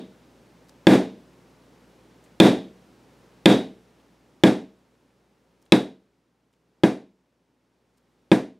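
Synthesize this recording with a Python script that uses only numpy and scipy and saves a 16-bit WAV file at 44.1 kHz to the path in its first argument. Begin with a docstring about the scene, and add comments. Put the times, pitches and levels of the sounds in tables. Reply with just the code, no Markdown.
"""A mallet drives a steel stamp into leather on a stone counter, about once a second, in a small workshop.
Room air, a faint hum and a thin whine run throughout; the sound begins inside the ring of a first blow.
Each blow is a crack (noise and short steel modes), then a thud (counter modes), echoes and a room ring.
Between blows come faint puffs of hiss as the stamp is set down. A limiter flattens the early blows most;
the input level then slides down, and dips and returns after each blow."""
import sys
import numpy as np
from scipy import signal
from scipy.fft import rfft, irfft
from scipy.io import wavfile
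from scipy.ndimage import uniform_filter1d, minimum_filter1d

SR = 44100
rng = np.random.default_rng(int(sys.argv[2]) if len(sys.argv) > 2 else 0)


def pcm_store(signal):
    """Save signal as 16-bit PCM."""
    levels = np.round(np.clip(np.atleast_2d(signal), -1, 1) * 32767)
    wavfile.write(sys.argv[1], SR, levels.astype(np.int16).T)


N = 378819
T = np.arange(int(.8 * SR)) / SR  # time inside one blow or touch, in seconds

# mallet blows: (time [s], force [dB], crack relative to force [dB], crack pitch [Hz], steel ping pitch [Hz])
MALLET_BLOWS = [(-.215, -4, 11, 3370, 9700), (0.8689, -3, 4, 3426, 12230), (2.4006, -3, 9, 3494, 12230),
                (3.4574, -4.5, 10, 3487, 9700), (4.4362, -6, 4, 3370, 10900), (5.7213, -6, 9.5, 3765, 9700),
                (6.8351, -6, -0.5, 3264, 9700), (8.3157, -6, -2, 3514, 7620)]


def amp(db):
    """Turns decibels into a gain."""
    return 10 ** (np.asarray(db) / 20)


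def evened(x):
    """Scales a sound to an average (rms) level of 1."""
    return x / np.sqrt(np.mean(x ** 2) + 1e-20)


def read(points, hz):
    """Reads a table between its points, along a log-frequency axis."""
    point_hz, value = np.transpose(points)
    return np.interp(np.log(hz + 1), np.log(point_hz + 1), value)


def add(mix, s, sound):
    """Mixes a sound in at time s, which may lie before the start."""
    at = round(s * SR)
    sound = sound[..., max(-at, 0):]
    part = mix[..., max(at, 0):][..., :sound.shape[-1]]
    part += sound[..., :part.shape[-1]]


def cut_bass(x, hz, order=2):
    """A plain high-pass: weakens what lies below hz."""
    return signal.sosfilt(signal.butter(order, hz, "high", fs=SR, output="sos"), x)


def noise(spectrum, size, side_db=0):
    """Coloured noise at two close microphones: mostly shared (mid), with a small difference (side)."""
    # how much the microphones differ, before side_db: (frequency [Hz], side minus mid [dB])
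    width = [(30, -8), (125, -29.5), (500, -24.5), (1200, -17.5), (3500, -25.5), (12000, -26)]
    hz = np.fft.rfftfreq(size, 1 / SR)
    colour = amp(read(spectrum, hz))
    mid, side = (evened(irfft(rfft(white) * colour, size)) for white in rng.standard_normal((2, size)))
    side = irfft(rfft(side) * amp(read(width, hz) + side_db), size)
    return np.array([mid + side, mid - side])


def ring(modes):
    """Struck modes: pure tones that each die at their own speed, by 60 dB in t60 seconds."""
    return sum(amp(db - 60 * T / t60) * np.sin(2 * np.pi * hz * T) for hz, db, t60 in modes)


def crack(hz, snap_db=-13.5, snap_time=0.0023, contact=0.0015, right_db=1.1):
    """Mallet on steel: a snap of contact noise and a few modes that the fingers stop at once."""
    # stamp held in the fingers: (multiple of the crack pitch, relative level [dB], t60 [s])
    stamp = [(0.551, -19, 0.0068), (.69, -16.5, 0.026), (.8, -18, 0.0027), (.92, -11, 0.015),
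             (1.01, -7.5, 0.016), (1.34, -7.5, 0.0046), (1.8, -26.5, 0.0057), (2.2, -26.5, 0.0077),
             (2.6, -33, 0.0095)]
    # colour of the snap: (frequency [Hz], relative level [dB])
    band = [(500, -16.5), (2000, 10.5), (4900, 1), (5800, -8.5), (9300, -9.5), (12000, -15.5), (16000, -26.5)]
    snap = amp(snap_db) * noise(band, len(T), side_db=-2.5) * np.exp(-T / snap_time)
    steel = ring([(hz * ratio, db, t60) for ratio, db, t60 in stamp])
    onset = 1 - np.exp(-T / contact)
    return (snap - steel) * onset * amp([[0], [right_db]])  # a little louder on the right


def thud():
    """The leather cushions the push, so the counter answers just after the crack."""
    # counter under the leather: (frequency [Hz], relative level [dB], t60 [s])
    counter = [(192.6, -4.5, 0.11), (222.4, -8.5, 0.097), (308, -0.5, .096), (326.2, -11.5, 0.17),
               (509, -4, 0.035), (603, -4.5, 0.026), (787, -18.5, 0.048), (964, -19.5, .022),
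               (1629, -14.5, 0.035), (2126, -16, 0.017), (2510, -15.5, 0.013)]
    lag, contact = .0003, .001  # seconds
    out = np.zeros(len(T))
    add(out, lag, ring(counter) * (1 - np.exp(-T / contact)))
    return out


def dying(sound, rise, cycles):
    """Lets noise build up, the bass over several cycles, then die band by band as the room absorbs it."""
    # how fast the room absorbs each pitch: (frequency [Hz], t60 [s])
    tail_t60 = [(60, 0.088), (200, .44), (500, 0.33), (1500, 0.28), (3500, 0.38), (7000, 0.31),
                (14000, 0.27)]
    hz, t, bands = signal.stft(sound, SR, nperseg=256)
    fade = amp(-60 * t / read(tail_t60, hz)[:, None])
    build_up = 1 - np.exp(-t * np.maximum(hz, 200)[:, None] / cycles)
    shaped = signal.istft(bands * fade * build_up, SR, nperseg=256)[1][:, :len(T)]
    return shaped * (1 - np.exp(-T / rise))


def shank_ring(ring_db=-38.0, ring_t60=0.32):
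    """A soft, fuzzy ring of the steel lingers in the room, made of fading noise."""
    # colour of the ring: (frequency [Hz], relative level [dB per Hz])
    shank = [(1800, -30), (2800, -15.5), (3250, -9), (3390, 0.5), (3550, -6.5), (3820, 3), (3980, -12),
             (5000, -18.5), (6000, -26.5), (10000, -31.5), (15500, -41)]
    return amp(ring_db) * noise(shank, len(T)) * np.exp(-np.log(1000) * T / ring_t60)


def blows(tail_db=-16.0, fresh_db=-21, modes_db=0, swell=0.016, ping_t60=0.24, radiate_hz=150):
    """Every blow lands on nearly the same spot, so the room answers much alike each time."""
    # standing waves of the room: (frequency [Hz], relative level [dB], t60 [s])
    room_modes = [(119.5, -31, 0.29), (140.7, -20, 0.19), (188.3, -21, .42), (210.8, -24.5, .38),
                  (258.6, -18.5, 0.37), (282.4, -25.5, 0.28), (328, -19.5, 0.23), (412, -28.5, .32),
                  (445, -26.5, 0.42), (495, -22, .3), (548.5, -23, .3), (631, -34.5, 0.46),
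                  (719, -34.5, 0.25), (839, -31, 0.16), (1725, -42.5, 0.23), (2380, -43.5, 0.3)]
    # diffuse room sound: (frequency [Hz], relative level [dB per Hz])
    tail = [(25, -50.5), (80, -29.5), (120, -21.5), (183, -8), (330, -3), (410, -7.5), (520, -10),
            (780, -13), (1330, -24), (1620, -19.5), (2400, -27.5), (2950, -33), (9900, -42.5),
            (15500, -60.5)]
    # first reflections off the bench and walls: delay [s]
    echoes = [.0023, .0071, 0.0111, .0152, .0312, 0.041]
    # harder blows bring out the ping: its level relative to a blow of 0 dB force,
    # and how many dB that changes for each dB of force
    ping_db, ping_per_force = -42.5, 2.4
    # the thud comes back weaker the longer its path; the crack scatters about equally from every surface
    echo_thud_db, echo_fade_db_per_s, echo_crack_db = 0.5, 549.5, -23.5

    out = np.zeros((2, N))
    standing = amp(modes_db) * ring(room_modes) * (1 - np.exp(-(T / swell) ** 2))
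    room = standing + amp(tail_db) * dying(noise(tail, len(T)), rise=.0035, cycles=3)
    body = cut_bass(thud(), radiate_hz)  # the slab radiates little deep bass
    for s, force_db, crack_db, crack_hz, ping_hz in MALLET_BLOWS:
        steel = amp(crack_db) * crack(crack_hz)
        ping = ring([(ping_hz, ping_db + ping_per_force * force_db, ping_t60)])
        blow = body + steel + room + ping
        # room sound drawn afresh for each blow
        blow += amp(fresh_db) * dying(noise(tail, len(T)), rise=.0015, cycles=1.3)
        blow += amp(crack_db) * shank_ring()
        for delay in echoes:
            thud_gain = amp(echo_thud_db - echo_fade_db_per_s * delay)
            add(blow, delay, thud_gain * body + amp(echo_crack_db) * steel)
        add(out, s, amp(force_db) * blow)
    return out


def air(air_db=-72, side_db=10):
    """Steady room noise, with a faint hum and a thin whine made of pure tones."""
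    # room air: (frequency [Hz], relative level [dB per Hz])
    air_colour = [(15, -51.5), (25, -26), (49, -5.5), (86, -10.5), (113, -6), (173, 5), (215, 1), (253, 3),
                  (523, -1.5), (684, -8), (848, -7), (1170, -11.5), (5580, -22.5), (11200, -30.5),
                  (15500, -36)]
    # hum and whine, before the input level: (frequency [Hz], level [dB rms])
    hum_tones = [(59.2, -83.5), (118.8, -84), (248, -88), (5561, -104)]
    t = np.arange(N) / SR
    hum = sum(amp(db) * evened(np.sin(2 * np.pi * (hz * t + rng.random()))) for hz, db in hum_tones)
    return amp(air_db) * noise(air_colour, N, side_db=side_db) + hum


def touch(db, hz, length, rise=0.00048):
    """Steel brushes leather: a short puff of hiss, strongest around hz."""
    hiss = noise([(hz / 8, -8), (hz / 2, -3), (hz, 0), (hz * 2, -15), (hz * 4, -30)], len(T))
    return amp(db) * hiss * (1 - np.exp(-T / rise)) * np.exp(-T / length)


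def ticks():
    """Small skids, ticks and nudges as the stamp finds its next place on the leather."""
    # the stamp is set down before a blow: (time [s], level [dB], pitch [Hz])
    set_downs = [(0.6936, -57.5, 5660), (2.248, -74, 7500), (5.625, -63, 7970), (5.662, -60, 3610),
                 (6.537, -63, 3990), (7.981, -63.5, 7000)]
    tick_s = 0.0018  # decay time
    # it skids just before it settles: lead [s], level [dB], pitch [Hz], decay time [s]
    skid_lead_s, skid_db, skid_hz, skid_s = .009, -76.5, 8960, .012
    # fainter, duller nudges come at random
    nudges_per_s, nudge_db, nudge_spread_db, nudge_hz, nudge_s = 1.1, -75.5, 1.5, 2731, .006

    out = np.zeros((2, N))
    for s, db, hz in set_downs:
        add(out, s - skid_lead_s, touch(skid_db, skid_hz, skid_s))
        add(out, s, touch(db, hz, tick_s))
    for place, strength in rng.random((round(nudges_per_s * N / SR), 2)):
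        db = nudge_db + nudge_spread_db * (2 * strength - 1)
        add(out, place * N / SR, touch(db, nudge_hz, nudge_s))
    return out


def scene():
    """The workbench as heard from close by."""
    return blows() + air() + ticks()


def input_level():
    """The level in dB slides from high to low; the lower it is, the more it dips after each blow."""
    high_db, low_db, slide_start_s, slide_end_s = 15.5, 5, 3.37, 6.37
    # full depth of a dip, and the times after the blow at which it is down, starts back and is back
    dip_db, down_s, held_s, back_s = 4, .3, .72, 1.33
    t = np.arange(N) / SR
    slid = np.interp(t, [slide_start_s, slide_end_s], [0, 1])
    dips = sum(np.interp(t - blow[0], [0, down_s, held_s, back_s], [0, 1, 1, 0]) for blow in MALLET_BLOWS)
    return high_db + slid * (low_db - high_db - dip_db * np.minimum(dips, 1))


def limit(x, ceiling_db, recovery_db=235, size=70):
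    """A look-ahead limiter that hears a few milliseconds of power, so the sharpest peaks slip through."""
    power = abs(uniform_filter1d((x ** 2).mean(0), 220))  # abs guards against rounding below zero
    over_db = np.maximum(10 * np.log10(power + 1e-12) - ceiling_db, 0)
    fall = np.arange(N) * recovery_db / SR  # recovers by recovery_db a second
    held_db = np.maximum.accumulate(over_db + fall) - fall
    early_db = minimum_filter1d(-held_db, 2 * size)  # turns down ahead of the blow
    return x * amp(uniform_filter1d(early_db, size))


def saturate(x):
    """The peaks that pass the limiter are rounded off below full scale."""
    return x / (1 + x ** 8) ** (1 / 8)


def record(dry):
    """Input level, limiter, overload, bass cut and removal of the highest treble."""
    edge_hz = 15800
    limited = saturate(limit(dry * amp(input_level()), ceiling_db=-4.5))
    trimmed = cut_bass(limited, 52, order=3)
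    low_pass = signal.firwin(511, edge_hz, window=("kaiser", 9), fs=SR)
    return signal.oaconvolve(trimmed, low_pass[None], "same")


dry = scene()
out = record(dry)
pcm_store(out)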